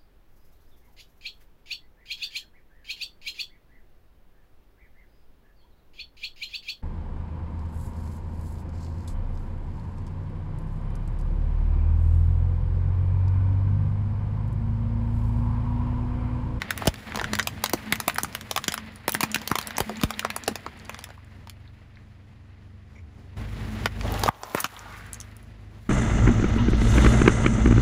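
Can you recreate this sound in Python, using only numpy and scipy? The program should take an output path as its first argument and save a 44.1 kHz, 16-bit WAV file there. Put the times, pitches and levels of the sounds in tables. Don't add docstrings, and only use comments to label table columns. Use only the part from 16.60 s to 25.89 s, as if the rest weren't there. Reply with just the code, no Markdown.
import sys
import numpy as np
from scipy import signal
from scipy.fft import rfft, irfft, next_fast_len
from scipy.io import wavfile
from scipy.ndimage import uniform_filter1d

SR = 44100
rng = np.random.default_rng(int(sys.argv[2]) if len(sys.argv) > 2 else 0)


def unload_audio(sound):
    columns = np.transpose(np.atleast_2d(sound))
    steps = np.round(np.clip(columns, -1, 1) * 32767)
    wavfile.write(sys.argv[1], SR, steps.astype(np.int16))


N = 409688
TIME_S = np.arange(N) / SR
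EVENT_S = TIME_S[:SR // 14]
CUPS_START_S = 6.77


def undb(db):
    return 10 ** (np.asarray(db) / 20)


def band(x, lo_hz, hi_hz, order=2):
    return signal.sosfilt(signal.butter(order, [lo_hz, hi_hz], "band", fs=SR, output="sos"), x)


def noise_band(lo_hz, hi_hz, order=2):
    return band(rng.standard_normal(N), lo_hz, hi_hz, order)


def unit_rms(x):
    return x / np.sqrt(np.mean(x ** 2))


def unit_peak(x):
    return x / np.max(np.abs(x))


def fade(t, t60):
    return np.exp(-np.log(1000) * np.maximum(t, 0) / t60) * (t >= 0)


def arch(start_s, length_s):
    return np.clip(1 - (2 * (TIME_S - start_s) / length_s - 1) ** 2, 0, 1)


def wander(rate_hz):
    hold = int(SR / rate_hz)
    steps = np.repeat(rng.standard_normal(N // hold + 1), hold)
    return uniform_filter1d(uniform_filter1d(steps, hold), hold)[:N]


def curves(table, outside=None):
    times_s, *columns = np.transpose(table)
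    return [np.interp(TIME_S, times_s, column, left=outside, right=outside) for column in columns]


def add_at(out, start_s, sound):
    start = int(start_s * SR)
    out[start:start + len(sound)] += sound


def grains(per_s, centre_hz, spread_octaves, decay_cycles, scatter_db):
    when, pitch, strength = rng.random((int(per_s * N / SR), 3)).T
    starts, t = (when * N).astype(int), TIME_S[:SR // 100]
    hz = centre_hz[starts] * 2 ** (spread_octaves * (2 * pitch - 1))
    cycles = hz[:, None] * t
    gains = undb(-scatter_db * np.log(1 - strength))
    rings = gains[:, None] * np.sin(2 * np.pi * cycles) * np.exp(-cycles / decay_cycles)
    samples = starts[:, None] + np.arange(len(t))
    return unit_rms(np.bincount(samples.ravel(), rings.ravel())[:N])


# centre in Hz, relative level in dB, t60 in seconds.
GARAGE_BANDS = [(517, -35, 0.066), (1410, -28, 0.079), (4050, -22.5, 0.069), (9550, -26, 0.1)]
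def garage_tail(dry):
    block = SR // 5
    count = N // block + 1
    tails = np.zeros((count, block))
    for hz, db, t60 in GARAGE_BANDS:
        noise = unit_rms(band(rng.standard_normal((count, block)), hz / 1.91, hz * 2.2))
        tails += undb(db + 9) * fade(TIME_S[:block] - 0.002, t60) * noise / np.sqrt(t60 * SR / 14)
    blocks = np.pad(dry, (0, count * block - N)).reshape(count, block)
    wet = signal.fftconvolve(blocks, np.pad(tails, ((0, 0), (0, 1))), axes=1)
    return (wet[:, :block].ravel() + np.roll(wet[:, block:].ravel(), block))[:N]


# start in seconds, depth in dB, recovery time in seconds.
LEVEL_DIPS = [(0.291, 7.5, 0.24), (7.276, 6, 0.15), (7.691, 12, 0.053), (8.065, 5, 0.18)]
def dip_gain(fall_s=0.0043):
    dip_db = np.zeros(N)
    for start_s, depth_db, recovery_s in LEVEL_DIPS:
        age_s = np.maximum(TIME_S - start_s, 0)
        dip_db += depth_db * np.minimum(age_s / fall_s, 1) * np.exp(-(age_s / recovery_s) ** 2)
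    return undb(-dip_db)


# multiple of the firing rate, relative level in dB with toys, with cups.
FIRING_HARMONICS = [(1, -6.5, -20), (2, -4.5, 2), (3, 1, -2.5), (4, 3.5, 2), (5, -2.5, -15),
                    (7, -20, -14.5), (9, -23.5, -9.5), (12, -16, -22)]
def engine_idle(firings):
    tones = np.zeros(N)
    for multiple, toys_db, cups_db in FIRING_HARMONICS:
        level_db = np.where(TIME_S < CUPS_START_S, toys_db, cups_db) + 1.8 * wander(6.4)
        tones += undb(level_db) * np.sin(2 * np.pi * (multiple * firings + rng.random()))
    return unit_rms(tones)


# frequency in Hz, relative spectral density in dB.
ROAR_SPECTRUM = [(150, -8), (250, -3.5), (291, -12.5), (398, -25), (434, -11), (1300, -14), (1830, -16),
                 (2710, -17), (3890, -22.5), (5000, -26), (6500, -53.5), (11000, -120)]
def engine_roar():
    hz, db = np.transpose(ROAR_SPECTRUM)
    size = next_fast_len(N)
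    bins_hz = np.maximum(np.arange(size // 2 + 1) * SR / size, 1)
    shape = undb(np.interp(np.log(bins_hz), np.log(hz), db, left=-90, right=-90))
    roar = unit_rms(irfft(rfft(rng.standard_normal(size)) * shape, size)[:N])
    whirr = band(roar, 1750, 2160, order=1)
    return roar + 1.2 * whirr


def tyre_air(hz=215.8, width_hz=16):
    noise = unit_rms(noise_band(hz - width_hz / 2, hz + width_hz / 2, order=1))
    return unit_rms(noise + 2.1 * np.sin(2 * np.pi * hz * TIME_S + 1.2 * wander(12)))


def grit(per_s=250):
    impulses = (rng.random(N) < per_s / SR) * rng.standard_normal(N)
    impulses *= undb(3 * np.minimum(rng.exponential(size=N), 4))
    puff = rng.standard_normal(SR // 100) * fade(TIME_S[:SR // 100], t60=0.0053)
    return unit_rms(band(signal.fftconvolve(impulses, puff)[:N], 1300, 8000, order=1))


# start in seconds, length in seconds, hum level in dB, roar gain in dB.
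TREAD_GRINDS = [(0.45, 0.28, -37.5, 8), (1.23, 0.092, -39, 4.5), (2.06, 0.21, -49, 5),
                (2.494, 0.28, -41.5, 1), (3.197, 0.27, -41.5, -1.5), (3.477, 0.2, -48, 0.5),
                (7.02, 0.15, -39.5, 1.5)]
def tread_grinds(rise_s=0.036, t60=0.45):
    hum_gain, roar_gain_db = np.zeros((2, N))
    for start_s, length_s, hum_db, gain_db in TREAD_GRINDS:
        age_s = TIME_S - start_s
        envelope = np.clip(age_s / rise_s, 0, 1) * fade(np.maximum(age_s - length_s, 0), t60)
        hum_gain += undb(hum_db) * envelope
        roar_gain_db += gain_db * envelope
    return hum_gain, roar_gain_db


# time in seconds, firing rate in Hz.
FIRING_RATE = [(0, 23.76), (6.765, 23.84), (6.775, 25.48), (9.29, 25.81)]
# time in seconds, then idle, rumble, roar and hiss levels in dB.
CAR_LEVELS = [(0.0, -48, -45.5, -50, -75), (0.26, -42.5, -39, -38.5, -52.5),
              (0.75, -38.5, -43, -51.5, -62.5), (1.15, -53.5, -42, -46.5, -59),
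              (2.1, -49, -47.5, -51, -59.5), (2.4, -46.5, -53.5, -53, -70), (2.6, -49.5, -52, -44, -60.5),
              (3.4, -50.5, -52, -43.5, -58.5), (4.0, -49, -49, -48.5, -66), (4.5, -47, -52, -54, -72.5),
              (4.7, -46, -54.5, -60.5, -76.5), (6.3, -46.5, -53.5, -65.5, -100),
              (6.763, -43, -50, -63.5, -88.5), (6.772, -32, -35, -49, -63.5),
              (7.25, -35, -36, -45.5, -57.5), (7.45, -26, -32, -41.5, -55), (7.691, -27.5, -35, -42, -47),
              (7.705, -52, -63, -78, -73), (8.0, -51, -66, -47, -49.5), (8.3, -43.5, -49, -52, -60.5),
              (9.1, -44, -50.5, -63, -81), (9.29, -42.5, -51, -58, -61.5)]
def car():
    idle_db, rumble_db, roar_db, hiss_db = curves(CAR_LEVELS)
    firing_hz, = curves(FIRING_RATE)
    grind_hum, grind_db = tread_grinds()
    firings = np.cumsum(firing_hz * (1 + 0.0067 * wander(3.2))) / SR
    idle = undb(idle_db) * engine_idle(firings)
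    rumble = undb(rumble_db + 2.9 * wander(16)) * unit_rms(noise_band(64, 125, order=1))
    roar = engine_roar()
    hiss = unit_rms(noise_band(6000, 15000, order=1) + 0.77 * noise_band(3700, 7000))
    steady_hum = undb(rumble_db + np.where(TIME_S < CUPS_START_S, -6, -11))
    hum = (steady_hum + grind_hum) * tyre_air()
    roar *= undb(roar_db + grind_db + 2 * wander(30))
    hiss *= undb(hiss_db + 3.2 * wander(37))
    throb = 1 + 0.21 * np.sin(2 * np.pi * firings)
    return idle + rumble + throb * (roar + hiss) + hum + undb(hiss_db - 1) * grit()


def rocking_bump(start_s=6.375, level_db=-36, start_hz=98.3):
    age_s = np.maximum(TIME_S - start_s, 0)
    envelope = unit_peak(age_s * np.exp(-age_s / 0.026))
    return undb(level_db) * envelope * np.sin(2 * np.pi * start_hz * age_s * (1 - 1.45 * age_s))


# frequency in Hz, relative level in dB.
SQUEAK_PARTIALS = [(2150, 0.5), (5700, -18), (6900, -20)]
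# start in seconds, level in dB.
RUBBER_SQUEAKS = [(6.354, -50.5), (6.379, -50)]
def rubber_squeaks(length_s=0.017):
    tone = sum(undb(db) * np.sin(2 * np.pi * hz * TIME_S + 1.9 * wander(400))
               for hz, db in SQUEAK_PARTIALS)
    return tone * sum(undb(db) * np.sqrt(arch(start_s, length_s)) for start_s, db in RUBBER_SQUEAKS)


# start in seconds, level in dB.
LID_SLIPS = [(7.678, -18), (7.6797, -13.5), (7.6838, -11)]
def lid_creaks(hz=1135, length_s=0.004):
    return sum(undb(db) * arch(start_s, length_s) * np.sin(2 * np.pi * hz * (TIME_S - start_s))
               for start_s, db in LID_SLIPS)


# time in seconds, level in dB.
CRINKLE_LEVELS = [(7.4, -52), (7.56, -62), (7.69, -34), (7.7, -75), (7.94, -67), (7.975, -35), (8.015, -53),
                  (8.022, -72), (8.05, -39), (8.1, -72)]
def cup_crinkle():
    level_db, = curves(CRINKLE_LEVELS, outside=-120)
    buckles = grains(900, np.full(N, 4200.), spread_octaves=1.1, decay_cycles=2.2, scatter_db=2.6)
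    return undb(level_db) * buckles


# time in seconds, squirt level in dB, gap resonance in Hz, sizzle level in dB.
CREAM_FLOW = [(7.38, -70, 589.4, -82), (7.45, -36, 651, -72), (7.559, -33, 680, -58),
              (7.68, -32, 1000, -46), (7.704, -46, 950, -72), (7.8, -46.5, 884.5, -63),
              (7.93, -40, 929, -55), (7.965, -41, 1253, -43.5), (7.98, -23.5, 1302, -47),
              (8.015, -39.5, 1257, -39), (8.025, -44, 1245, -61), (8.071, -47, 1097, -63),
              (8.27, -40, 1245, -68), (8.45, -46, 1653, -82), (8.75, -61, 1300, -85)]
def cream_squirt():
    squirt_db, gap_hz, sizzle_db = curves(CREAM_FLOW, outside=-120)
    low_noise = signal.sosfilt(signal.butter(1, 330, fs=SR, output="sos"), rng.standard_normal((2, N)))
    phase = 2 * np.pi * np.cumsum(gap_hz) / SR
    flow = unit_rms(low_noise[0] * np.cos(phase) + low_noise[1] * np.sin(phase))
    bubbles = grains(700, np.maximum(gap_hz, 300), spread_octaves=0.65, decay_cycles=4, scatter_db=2.8)
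    squirt = undb(squirt_db + 1.6 * wander(60)) * unit_rms(0.74 * flow + bubbles)
    sizzle = undb(sizzle_db + 3.4 * wander(150)) * unit_rms(noise_band(11500, 15300))
    return squirt + sizzle


# start in seconds, peak in dB, centre in Hz.
SMALL_TICKS = [(0.358, -31.5, 3880), (1.176, -31, 2600), (1.237, -43, 1700), (1.545, -21, 9960),
               (1.727, -31, 4660), (2.359, -27.5, 8900), (2.5208, -7, 14500), (2.531, -26, 3040),
               (2.7164, -17, 6660), (2.786, -28, 5000), (2.967, -35, 9000), (3.027, -24, 4440),
               (3.072, -14, 10000), (3.096, -43, 9000), (3.1688, -14, 5840), (3.358, -28, 4400),
               (3.37, -31, 7000), (3.3982, -29, 2440), (3.5394, -27.5, 3310), (3.627, -26, 1390),
               (3.837, -21, 5660), (3.863, -29, 4800), (4.2557, -32, 4480), (4.175, -45, 9500),
               (4.191, -40, 8000), (4.198, -37, 4450), (4.25, -38, 9000), (4.326, -44, 5000),
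               (4.365, -43, 7000), (4.381, -44, 9600), (4.647, -46, 8500), (4.41, -36, 4500),
               (4.4252, -40, 4700), (4.469, -42, 1000), (4.578, -39, 1000), (5.077, -44, 3940),
               (5.357, -48, 3900), (5.371, -38, 1900), (7.479, -29.5, 3100), (7.522, -19, 14000),
               (7.5768, -26, 3040), (7.611, -34, 5770), (7.746, -43, 3080), (8.003, -4.5, 13500),
               (8.0063, -12, 9400), (8.1657, -29.5, 3260), (8.1925, -25.5, 6570), (8.464, -36, 10180),
               (8.5317, -16.5, 8800), (8.544, -23, 6950), (8.6022, -23, 6660), (8.612, -24, 6700),
               (8.7668, -32, 10100), (8.829, -41, 10000)]
def small_ticks():
    out = np.zeros(N)
    envelope = fade(TIME_S[:SR // 30], t60=0.0053)
    for start_s, db, hz in SMALL_TICKS:
        puff = envelope * rng.standard_normal(len(envelope))
        tick = band(puff, hz / 1.14, hz * 1.15, order=1 if hz > 4200 else 2)
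        add_at(out, start_s, undb(db) * unit_peak(tick))
    return out


# start in seconds, peak in dB, starting pitch in Hz, time in seconds to fall by fall_octaves.
WALL_GROANS = [(1.135, -14, 474, 0.015), (3.296, -29.5, 762, 0.037), (3.878, -16.5, 588, 0.02),
               (3.911, -26.5, 320, 0.024)]
def wall_groans(fall_octaves=1.6):
    out, t = np.zeros(N), EVENT_S
    for start_s, db, hz, fall_s in WALL_GROANS:
        fall_rate = fall_octaves * np.log(2) / fall_s
        jitter = 0.015 * np.cumsum(rng.standard_normal(len(t)))
        cycles = hz / fall_rate * (1 - np.exp(-fall_rate * t)) + jitter
        groan = np.sqrt(t) * fade(t, 2 * fall_s) * np.sin(2 * np.pi * cycles)
        add_at(out, start_s, undb(db) * unit_peak(groan))
    return out


# start in seconds, peak in dB, rise time in seconds.
AIR_THUMPS = [(0.254, -36, 0.0022), (0.274, -10, 0.0049), (0.732, -19.5, 0.0018), (1.324, -19, 0.0025),
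              (1.476, -23, .0022), (1.634, -26, 0.0032), (2.081, -19, 0.0023), (2.48, -23, 0.0029),
              (2.548, -21.5, 0.0022), (2.633, -16, 0.0024), (2.758, -25, 0.0027), (2.913, -16.5, 0.0031),
              (2.985, -35, 0.0032), (3.18, -29, 0.0034), (3.204, -21.5, 0.0057), (3.435, -14.5, 0.0064),
              (7.687, -17.5, 0.0034), (7.947, -20.5, 0.0029), (8.044, -28.5, 0.0023)]
def air_thumps(floor_hz=40, sweep_hz=420, fall_s=0.0046):
    out, t = np.zeros(N), EVENT_S
    cycles = floor_hz * t + sweep_hz * fall_s * (1 - np.exp(-t / fall_s))
    for start_s, db, rise_s in AIR_THUMPS:
        thump = t * np.exp(-t / rise_s) * np.sin(2 * np.pi * cycles)
        add_at(out, start_s, undb(db) * unit_peak(thump))
    return out


# frequency ratio, relative level in dB, t60 in seconds.
SHELL_MODES = [(1.0, 0, .008), (1.9, -3, .006)]
def shell_ping(age_s, nominal_hz, sag_s=0.005):
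    cycles = 1.393 * nominal_hz * sag_s * (1 - np.exp(-age_s / sag_s))
    ring = np.zeros(len(age_s))
    for ratio, db, t60 in SHELL_MODES:
        scatter = rng.standard_normal()
        mode = np.sin(2 * np.pi * ratio * (1 + 0.051 * scatter) * cycles)
        ring += undb(db + 0.97 * scatter) * fade(age_s, t60) * mode
    return unit_peak(ring * np.minimum(age_s / 0.0023, 1))


# start in seconds, snap peak in dB, splinter treble in dB relative to the snap,
# nominal shell pitch in Hz, shell peak in dB.
SHELL_CRACKS = [(0.0178, -20, -6, 1784, -13), (0.1056, -14, 1, 1660, -10), (0.176, -19, 3.5, 1950, -29.5),
                (0.2208, -35, 2, 730, -17), (0.2557, -23, -3.5, 742, -17), (0.271, -7.5, 0.5, 522, -8.5),
                (0.2748, -5.5, -14.5, 775, -7), (0.3404, -26, -3, 1880, -28),
                (0.5206, -35.5, -13, 1770, -21.5), (0.546, -28, -11, 910, -19),
                (0.557, -14.5, -3.5, 930, -18), (0.572, -19.5, -9, 940, -16.5),
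                (0.5887, -25, -14, 840, -17.5), (0.595, -26, -19, 1830, -13.5),
                (0.6126, -18.5, -10, 860, -13.5), (0.6416, -17.5, -28, 1540, -13.5),
                (0.7329, -11, -20, 1620, -12), (0.752, -13, -4.5, 1470, -23.5),
                (0.7881, -30.5, 13.5, 1580, -14.5), (0.795, -10.5, -48, 1730, -7.5),
                (0.827, -20.5, -21, 1620, -33), (0.8715, -7.5, -1.5, 1410, -15.5),
                (1.0384, -6, -1.5, 1014, -7.5), (1.059, -14, -28.5, 1890, -36),
                (1.095, -17, 1.5, 1910, -27), (1.133, -6.5, -0.5, 890, -9.5), (1.323, -7.5, 2, 1800, -7.5),
                (1.3556, -20, 1, 1820, -22.5), (1.4007, -14.5, 1.5, 1410, -15.5),
                (1.479, -7.5, 4, 1096, -6), (1.4968, -20, -20, 1630, -13.5),
                (1.558, -32, 11.5, 1620, -19.5), (1.5826, -8.5, -1.5, 1110, -7.5),
                (1.6326, -12.5, 7.5, 870, -23.5), (1.6453, -21.5, -8.5, 1280, -16),
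                (1.7492, -12.5, -1.5, 1390, -21), (1.8102, -21.5, -5, 1440, -31),
                (1.9107, -8, -6.5, 1070, -13), (1.961, -9, -6, 1030, -14.5),
                (1.9752, -13.5, -5, 1430, -11.5), (2.0403, -14.5, -6, 1470, -27), (2.08, -6, -8, 1560, -15),
                (2.1204, -15, -9, 1010, -22), (2.1397, -13.5, 0.5, 1220, -19),
                (2.177, -18, -33, 1290, -14.5), (2.4791, -9.5, 1, 877, -6.5),
                (2.4925, -13, 2.5, 1004, -35.5), (2.5417, -20.5, 11.5, 1140, -23),
                (2.5478, -12, -2, 1760, -9), (2.606, -7.5, -1.5, 1000, -11), (2.6299, -10, 0, 1620, -12),
                (2.6357, -10, -5, 1025, -10.5), (2.744, -5.5, -4, 1890, -22), (2.758, -12, -4.5, 1620, -11),
                (2.816, -24.5, -8, 1050, -35), (2.875, -12.5, 0, 1810, -36.5), (2.9, -22.5, -5, 1060, -30),
                (2.914, -14.5, 1.5, 1066, -8), (2.9543, -10, -7.5, 1140, -10.5),
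                (2.9854, -10, -2.5, 1220, -13), (3.0125, -19.5, -1, 2200, -34),
                (3.106, -23.5, -7.5, 1600, -21), (3.181, -10.5, 0.5, 920, -13), (3.203, -8, -1, 880, -9.5),
                (3.2937, -22, -11, 650, -20), (3.413, -20.5, -8, 1190, -25), (3.427, -22, -12, 910, -26.5),
                (3.434, -7, -6.5, 458, -10), (3.505, -14, -6, 1164, -17), (3.593, -10.5, -7.5, 1960, -27),
                (3.648, -15.5, -8, 1013, -7.5), (3.702, -17, -2, 1990, -14.5), (3.7626, -15, 3.5, 920, -17),
                (3.878, -7, -2.5, 730, -11.5), (3.9552, -16.5, -7, 865, -19), (4.0634, -34, -7, 1000, -18),
                (4.294, -22, -4.5, 1120, -18.5), (4.344, -23, -16, 1530, -27),
                (4.3893, -23, -14, 1210, -28), (4.44, -19.5, -3.5, 2090, -32), (4.489, -40, -12, 746, -33),
                (4.503, -37, -16, 910, -33), (4.872, -36, -8, 1040, -31.5), (4.896, -23.5, -4.5, 1340, -47),
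                (7.257, -12, -10, 1870, -6.5), (7.258, -31, -13, 594, -13), (7.41, -27.5, -21, 2180, -26),
                (7.5402, -20.5, -6, 620, -27), (7.594, -29, 8, 630, -29), (7.635, -9.5, -9, 920, -8.5),
                (7.66, -15, -23, 633, -10.5), (7.687, -17.5, -2, 950, -2), (7.833, -20.5, -25, 880, -17),
                (7.9471, -15, 1, 1010, -9.5), (7.974, -28.5, -12, 1240, -23), (8.0423, -9.5, -7, 1380, -8),
                (8.0552, -30.5, -20, 1320, -18.5)]
def shell_cracks():
    out, t = np.zeros(N), EVENT_S
    noises = rng.standard_normal((len(SHELL_CRACKS), len(t)))
    for (start_s, snap_db, treble_db, hz, shell_db), noise in zip(SHELL_CRACKS, noises):
        tear_s = 0.001958 * undb(0.3 * (snap_db + 15.5))
        burst = noise * np.minimum(t / 0.00099, 1) * fade(np.maximum(t - tear_s, 0), t60=0.0055)
        snap = unit_peak(band(burst, 1000, 7130))
        splinters = undb(treble_db) * unit_peak(band(burst, 5150, 14680))
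        ping = shell_ping(np.maximum(t - 0.601 * tear_s, 0), hz)
        shell = unit_peak(ping + 0.9 * unit_peak(band(burst, hz / 2.43, hz * 1.41)))
        add_at(out, start_s, undb(snap_db) * (snap + splinters) + undb(shell_db) * shell)
    return out


def scene():
    close = shell_cracks() + air_thumps() + wall_groans() + small_ticks()
    close += cream_squirt() + cup_crinkle() + lid_creaks() + rubber_squeaks() + rocking_bump()
    return (close + dip_gain() * (garage_tail(close) + car()))[None]


# centre in Hz, width in Hz, depth from 0 to 1.
NOTCHES = [(8360, 1120, 0.65), (540, 41, 0.4)]
def record(dry):
    rounded = np.tanh(1.245 * dry) / 1.324
    out = signal.sosfilt(signal.butter(2, 30, "high", fs=SR, output="sos"), rounded)
    for hz, width_hz, depth in NOTCHES:
        out = out - depth * signal.lfilter(*signal.iirpeak(hz, hz / width_hz, SR), out)
    out = signal.sosfilt(signal.butter(2, [11300, 12700], "bandstop", fs=SR, output="sos"), out)
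    out = signal.sosfilt(signal.ellip(6, 0.3, 30, 15500, fs=SR, output="sos"), out)
    return signal.sosfilt(signal.ellip(10, 0.2, 80, 16750, fs=SR, output="sos"), out)


dry = scene()
out = record(dry)
unload_audio(out)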